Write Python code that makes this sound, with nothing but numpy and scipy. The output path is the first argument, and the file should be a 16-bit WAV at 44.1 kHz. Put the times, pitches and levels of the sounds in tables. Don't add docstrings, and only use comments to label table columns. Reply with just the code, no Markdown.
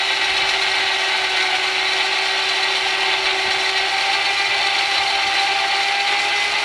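import sys
import numpy as np
from scipy import signal
from scipy.fft import rfft, irfft
from scipy.io import wavfile
from scipy.ndimage import uniform_filter1d

SR = 44100
rng = np.random.default_rng(int(sys.argv[2]) if len(sys.argv) > 2 else 0)


def to_wav(sig):
    pcm = np.clip(np.atleast_2d(sig), -1, 1) * 32767
    pcm = np.round(pcm).astype(np.int16)
    wavfile.write(sys.argv[1], SR, pcm.T)


N = 292824
TIME = np.arange(N) / SR
BINS = np.fft.rfftfreq(N, 1 / SR)

# t/s, f/Hz
MESH_RATE = [(0.0, 386.1), (0.55, 385.3), (1.12, 382.1), (1.5, 374.9), (2.15, 384.4), (3.68, 381.8),
             (4.1, 392.8), (4.4, 397.0), (4.75, 394.4), (5.75, 394.3), (6.25, 405.2), (6.64, 408.0)]
# t/s, level/dB
TONE_LEVEL = [(0, -35.5), (3.85, -30.7), (3.92, -38.5), (6.64, -38.5)]
# t/s, level/dB
OCTAVE_LEVEL = [(0, -33.5), (1.1, -31), (1.45, -27.5), (2.1, -32), (3.92, -28), (4.07, -18), (4.15, -27),
                (4.6, -26.5), (5.3, -21), (6.2, -21.5), (6.45, -28.5)]
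# place/turns, width/turns, pressure lift/dB
TIGHT_TEETH = [(.98, .035, 3.2), (.075, .03, 2.4), (.175, .025, 1.5), (.3, .02, 1.2), (.405, .032, 3.4),
               (.75, .035, 1.4)]
# multiple of the mesh rate, loaded level/dB, eased level/dB, width/Hz
UPPER_PARTIALS = [(3, -42.5, -40.5, 28), (4, -43, -45.5, 27), (5, -36, -37.5, 42), (6, -40.5, -36.5, 120),
                  (9, -41, -42, 50)]
# f/Hz, width/Hz, lift/dB
TRAIN_RESONANCES = [(1140, 6.7, 4.5), (1217, 8.8, 5), (1502, 18, 12), (1994, 18, 14), (2036, 35, 10.5),
                    (2309, 13, 6), (2379, 14, 13), (2404, 16, 10)]
# t/s, f/Hz, level/dB
RIM_TRACK = [(0, 3857, -26), (1.55, 3918, -29), (2.45, 3993, -27), (4.1, 4005, -29.5), (5.1, 4005, -26.5),
             (6.64, 4033, -33.5)]
# ratio to the pitch of the ring, relative level/dB, width/Hz
RIM_MODES = [(.775, -3.5, 110), (.885, -7.5, 79.5), (1, 2.5, 91.5), (1.094, 1.5, 143)]
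# f/Hz, relative level/dB
GEARBOX_SPECTRUM = [(170, -26), (260, -21.5), (345, -9.5), (460, -18), (540, -12), (820, 1), (1020, -5.5),
                    (1780, -4), (2080, 0.5), (2480, 1.5), (3100, -2.5), (3700, -3), (4400, -5), (5200, -25)]
# f/Hz, relative level/dB
SCRAPE_SPECTRUM = [(2500, -12), (4000, -1.5), (4900, 1), (5700, -2.5), (6500, -7), (8000, -11.5),
                   (8800, -10.5), (10200, -16), (12500, -28.5), (15000, -42)]
# f/Hz, width/Hz, lift/dB
FRAME_RESONANCES = [(222, 20, 3), (303, 14, 4), (510, 20, 3), (552, 20, 5), (593, 14, 8), (640, 28, -7),
                    (676, 14, 9), (700, 18, 2), (750, 24, 2), (828, 16, 3), (882, 22, 3), (990, 36, -4),
                    (1235, 22, 3), (1503, 36, 6), (1592, 18, 6), (1840, 70, -3), (1918, 26, 4),
                    (2035, 24, 6), (1982, 16, 3), (2114, 18, 4), (2156, 18, 6), (2200, 35, -4),
                    (2312, 22, 4), (2649, 14, 7), (2897, 26, 4), (3042, 70, 3), (3330, 90, -2),
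                    (3526, 60, 3), (5605, 90, 6), (7570, 50, 5)]
# t/s, f/Hz, level/dB
ENGINE_FIRING = [(0, 66.9, -58), (2.3, 66.1, -98), (3.6, 66.6, -57), (5.3, 66.4, -60.5), (5.75, 71.5, -70),
                 (6.15, 76.9, -56), (6.64, 80.1, -55.5)]
# multiple of the firing rate, idle level/dB, revved level/dB
ENGINE_OVERTONES = [(2, -60, -62.5), (3, -66.5, -55.5), (6, -73, -53)]
# f/Hz, relative level/dB
WIND_SPECTRUM = [(15, 1), (40, -8), (100, -0.5), (170, -12), (300, -4), (1000, -37)]
# t/s, level/dB, upper edge f/Hz
MIC_BUMPS = [(.31, -43, 79), (.42, -41, 130), (.52, -46, 100), (3.225, -45, 60), (3.455, -38, 260),
             (3.545, -44, 200), (4.48, -47, 128), (4.98, -45, 131), (5.13, -50, 60), (5.255, -42, 260)]
# t/s, level/dB
CABLE_CLACKS = [(0.3643, -30), (0.4893, -20), (0.5352, -22), (1.3994, -20.5), (2.4868, -18), (3.6905, -19),
                (3.7748, -19.5), (4.6654, -21)]

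WHEEL_TEETH = 48
EASE_S = (3.85, 3.97)


def amp(db):
    return 10 ** (np.asarray(db) / 20)


def unit(x):
    return x / np.sqrt(np.mean(x ** 2) + 1e-20)


def curves(rows):
    s, *columns = np.transpose(rows)
    return [np.interp(TIME, s, c) for c in columns]


def colour(x, points):
    hz, db = np.transpose(points)
    shape_db = np.interp(np.log(BINS + 1), np.log(hz), db)
    skirts = 1 / np.sqrt((1 + (hz[0] / (BINS + 1)) ** 4) * (1 + (BINS / hz[-1]) ** 8))
    return unit(irfft(rfft(x) * amp(shape_db) * skirts, N))


def wander(hz):
    return unit(irfft(rfft(rng.standard_normal(N)) / (1 + (BINS / hz) ** 4), N))


def add(mix, s, sound):
    part = mix[max(round(s * SR), 0):][:len(sound)]
    part += sound[:len(part)]


def by_load(loaded, eased):
    return np.interp(TIME, EASE_S, [loaded, eased])


def lift_db(hz, resonances):
    return sum(lift / (1 + (2 * (hz - centre) / width) ** 2) for centre, width, lift in resonances)


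def whine(teeth, turns):
    tone_db, = curves(TONE_LEVEL)
    octave_db, = curves(OCTAVE_LEVEL)
    peak_turns = by_load(0.67, 0.45)
    throb_db = by_load(1.5, 5) * np.cos(2 * np.pi * (turns - peak_turns))
    flicker = unit(amp(1.65 * wander(39)))
    tone = amp(throb_db) * flicker * np.cos(2 * np.pi * teeth + 0.14 * wander(31))
    from_dip = (turns + 0.47) % 1 - .5
    dip_db = by_load(6, 11.5) * np.exp(-.5 * (from_dip / 0.064) ** 2)
    flutter_db = by_load(3, 1.85) * wander(24)
    jitter_rad = by_load(1, 0.35) * wander(14)
    octave = unit(amp(flutter_db - dip_db)) * np.cos(4 * np.pi * teeth + jitter_rad)
    return amp(tone_db) * tone + amp(octave_db) * octave


def tooth_pressure(turns):
    db = np.zeros(N)
    for place, width, lift in TIGHT_TEETH:
        away = (turns - place + .5) % 1 - .5
        tightness = 1 + .5 * np.tanh(wander(1.7))
        db += lift * tightness * np.exp(-.5 * (away / width) ** 2)
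    return db - db.mean()


def smeared_tone(cycles, width_hz):
    smear = wander(width_hz / 2) + 1j * wander(width_hz / 2)
    smear = smear / np.sqrt(1 + abs(smear) ** 2)
    return unit((smear * np.exp(2j * np.pi * cycles)).real)


def upper_whine(mesh_hz, teeth, turns, press_db, build_s=0.22):
    swing = np.cos(2 * np.pi * (turns - .29))
    line_db = -5 + by_load(-1, 1.5) * swing
    upper = np.zeros(N)
    for multiple, loaded_db, eased_db, width_hz in UPPER_PARTIALS:
        line = np.sqrt(2) * np.cos(2 * np.pi * multiple * teeth + 0.77 * wander(7.1))
        swell_db = uniform_filter1d(lift_db(multiple * mesh_hz, TRAIN_RESONANCES), round(build_s * SR))
        partial = smeared_tone(multiple * teeth, width_hz) + amp(line_db + swell_db) * line
        upper += amp(by_load(loaded_db, eased_db)) * partial
    throb_db = by_load(0.5, 2) * swing
    return upper * unit(amp(0.45 * press_db + throb_db + 2.0 * wander(41)))


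def rim_ring(press_db):
    hz, level_db = curves(RIM_TRACK)
    cycles = np.cumsum(hz) / SR
    top_mode_db = by_load(-1.5, 0.5)
    ring = np.zeros(N)
    for ratio, db, width_hz in RIM_MODES:
        flutter_db = 8.3 * np.tanh(wander(85))
        ring += amp(db + top_mode_db * (ratio > 1) + flutter_db) * smeared_tone(ratio * cycles, width_hz)
    return amp(level_db) * unit(ring) * unit(amp(1.96 * press_db))


def friction(teeth, decay_teeth=0.79, slide=1.8, spread_db=0.85, jitter_teeth=0.17):
    landing = np.maximum(teeth + jitter_teeth * wander(90), 0)
    force = amp(spread_db * rng.standard_normal(N)[landing.astype(int)])
    bite = np.exp(-(landing % 1) / decay_teeth)
    return force * (slide + bite) * rng.standard_normal(N)


def rasp(teeth, press_db):
    body = colour(friction(teeth) * amp(0.2 * press_db + 0.74 * wander(11)), GEARBOX_SPECTRUM)
    scrape = colour(friction(teeth) * amp(0.74 * press_db + 0.98 * wander(13.5)), SCRAPE_SPECTRUM)
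    return amp(by_load(-22, -22.5)) * body + amp(by_load(-34, -33.5)) * scrape


def yard(x, t60_s=0.083, wet_db=-11):
    t = np.arange(SR // 2) / SR
    echoes = rng.standard_normal(len(t)) * (rng.random(len(t)) < 2000 / SR)
    tail = echoes * (t > .004) * amp(-60 * t / t60_s)
    return x + amp(wet_db) * signal.fftconvolve(x, tail / np.linalg.norm(tail))[:N]


def frame(x):
    return irfft(rfft(x) * amp(lift_db(BINS, FRAME_RESONANCES)), N)


def far_engine():
    hz, firing_db = curves(ENGINE_FIRING)
    revs = (hz - hz.min()) / np.ptp(hz)
    angle = 2 * np.pi * np.cumsum(hz + .5 * wander(7.9)) / SR
    overtones = sum(amp(idle_db + revs * (revved_db - idle_db)) * np.cos(multiple * angle)
                    for multiple, idle_db, revved_db in ENGINE_OVERTONES)
    return np.sqrt(2) * (amp(firing_db) * np.cos(angle) + overtones)


def wind():
    return amp(-54) * colour(rng.standard_normal(N), WIND_SPECTRUM) * amp(2.0 * wander(1.4))


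def mic_bumps(rise_s=.016):
    age = np.arange(SR // 4) / SR / rise_s
    swell = age * np.exp(1 - age)
    bumps = np.zeros(N)
    for s, db, edge_hz in MIC_BUMPS:
        band = signal.butter(2, [25, edge_hz], "band", fs=SR, output="sos")
        puff = signal.sosfilt(band, rng.standard_normal(len(age)))
        add(bumps, s, amp(db) * unit(puff * swell) * swell.std())
    return bumps


def clacks(rise_s=.005):
    age = np.arange(SR // 10) / SR / rise_s
    hits = np.zeros(N)
    for s, db in CABLE_CLACKS:
        add(hits, s, amp(db) * age * np.exp(1 - age) * rng.standard_normal(len(age)))
    # f/Hz, relative level/dB
    metal = [(700, -18), (2200, -4), (3400, -5), (3950, 2), (4800, -12), (9000, -26), (14000, -52)]
    return hits.std() * colour(hits, metal)


def scene():
    mesh_hz, = curves(MESH_RATE)
    teeth = np.cumsum(mesh_hz) / SR
    turns = teeth / WHEEL_TEETH
    press_db = tooth_pressure(turns)
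    ringing = upper_whine(mesh_hz, teeth, turns, press_db) + rim_ring(press_db)
    grinding = yard(rasp(teeth, press_db) + clacks())
    winch = whine(teeth, turns) + frame(ringing + grinding)
    return (winch + far_engine() + wind() + mic_bumps())[None]


def record(dry, edge_hz=15600):
    whistle = amp(-80) * np.sin(2 * np.pi * 15210 * TIME)
    lowpass = signal.firwin(511, edge_hz, window=("kaiser", 9), fs=SR)
    return signal.oaconvolve(dry + whistle, lowpass[None], "same")


dry = scene()
out = record(dry)
to_wav(out)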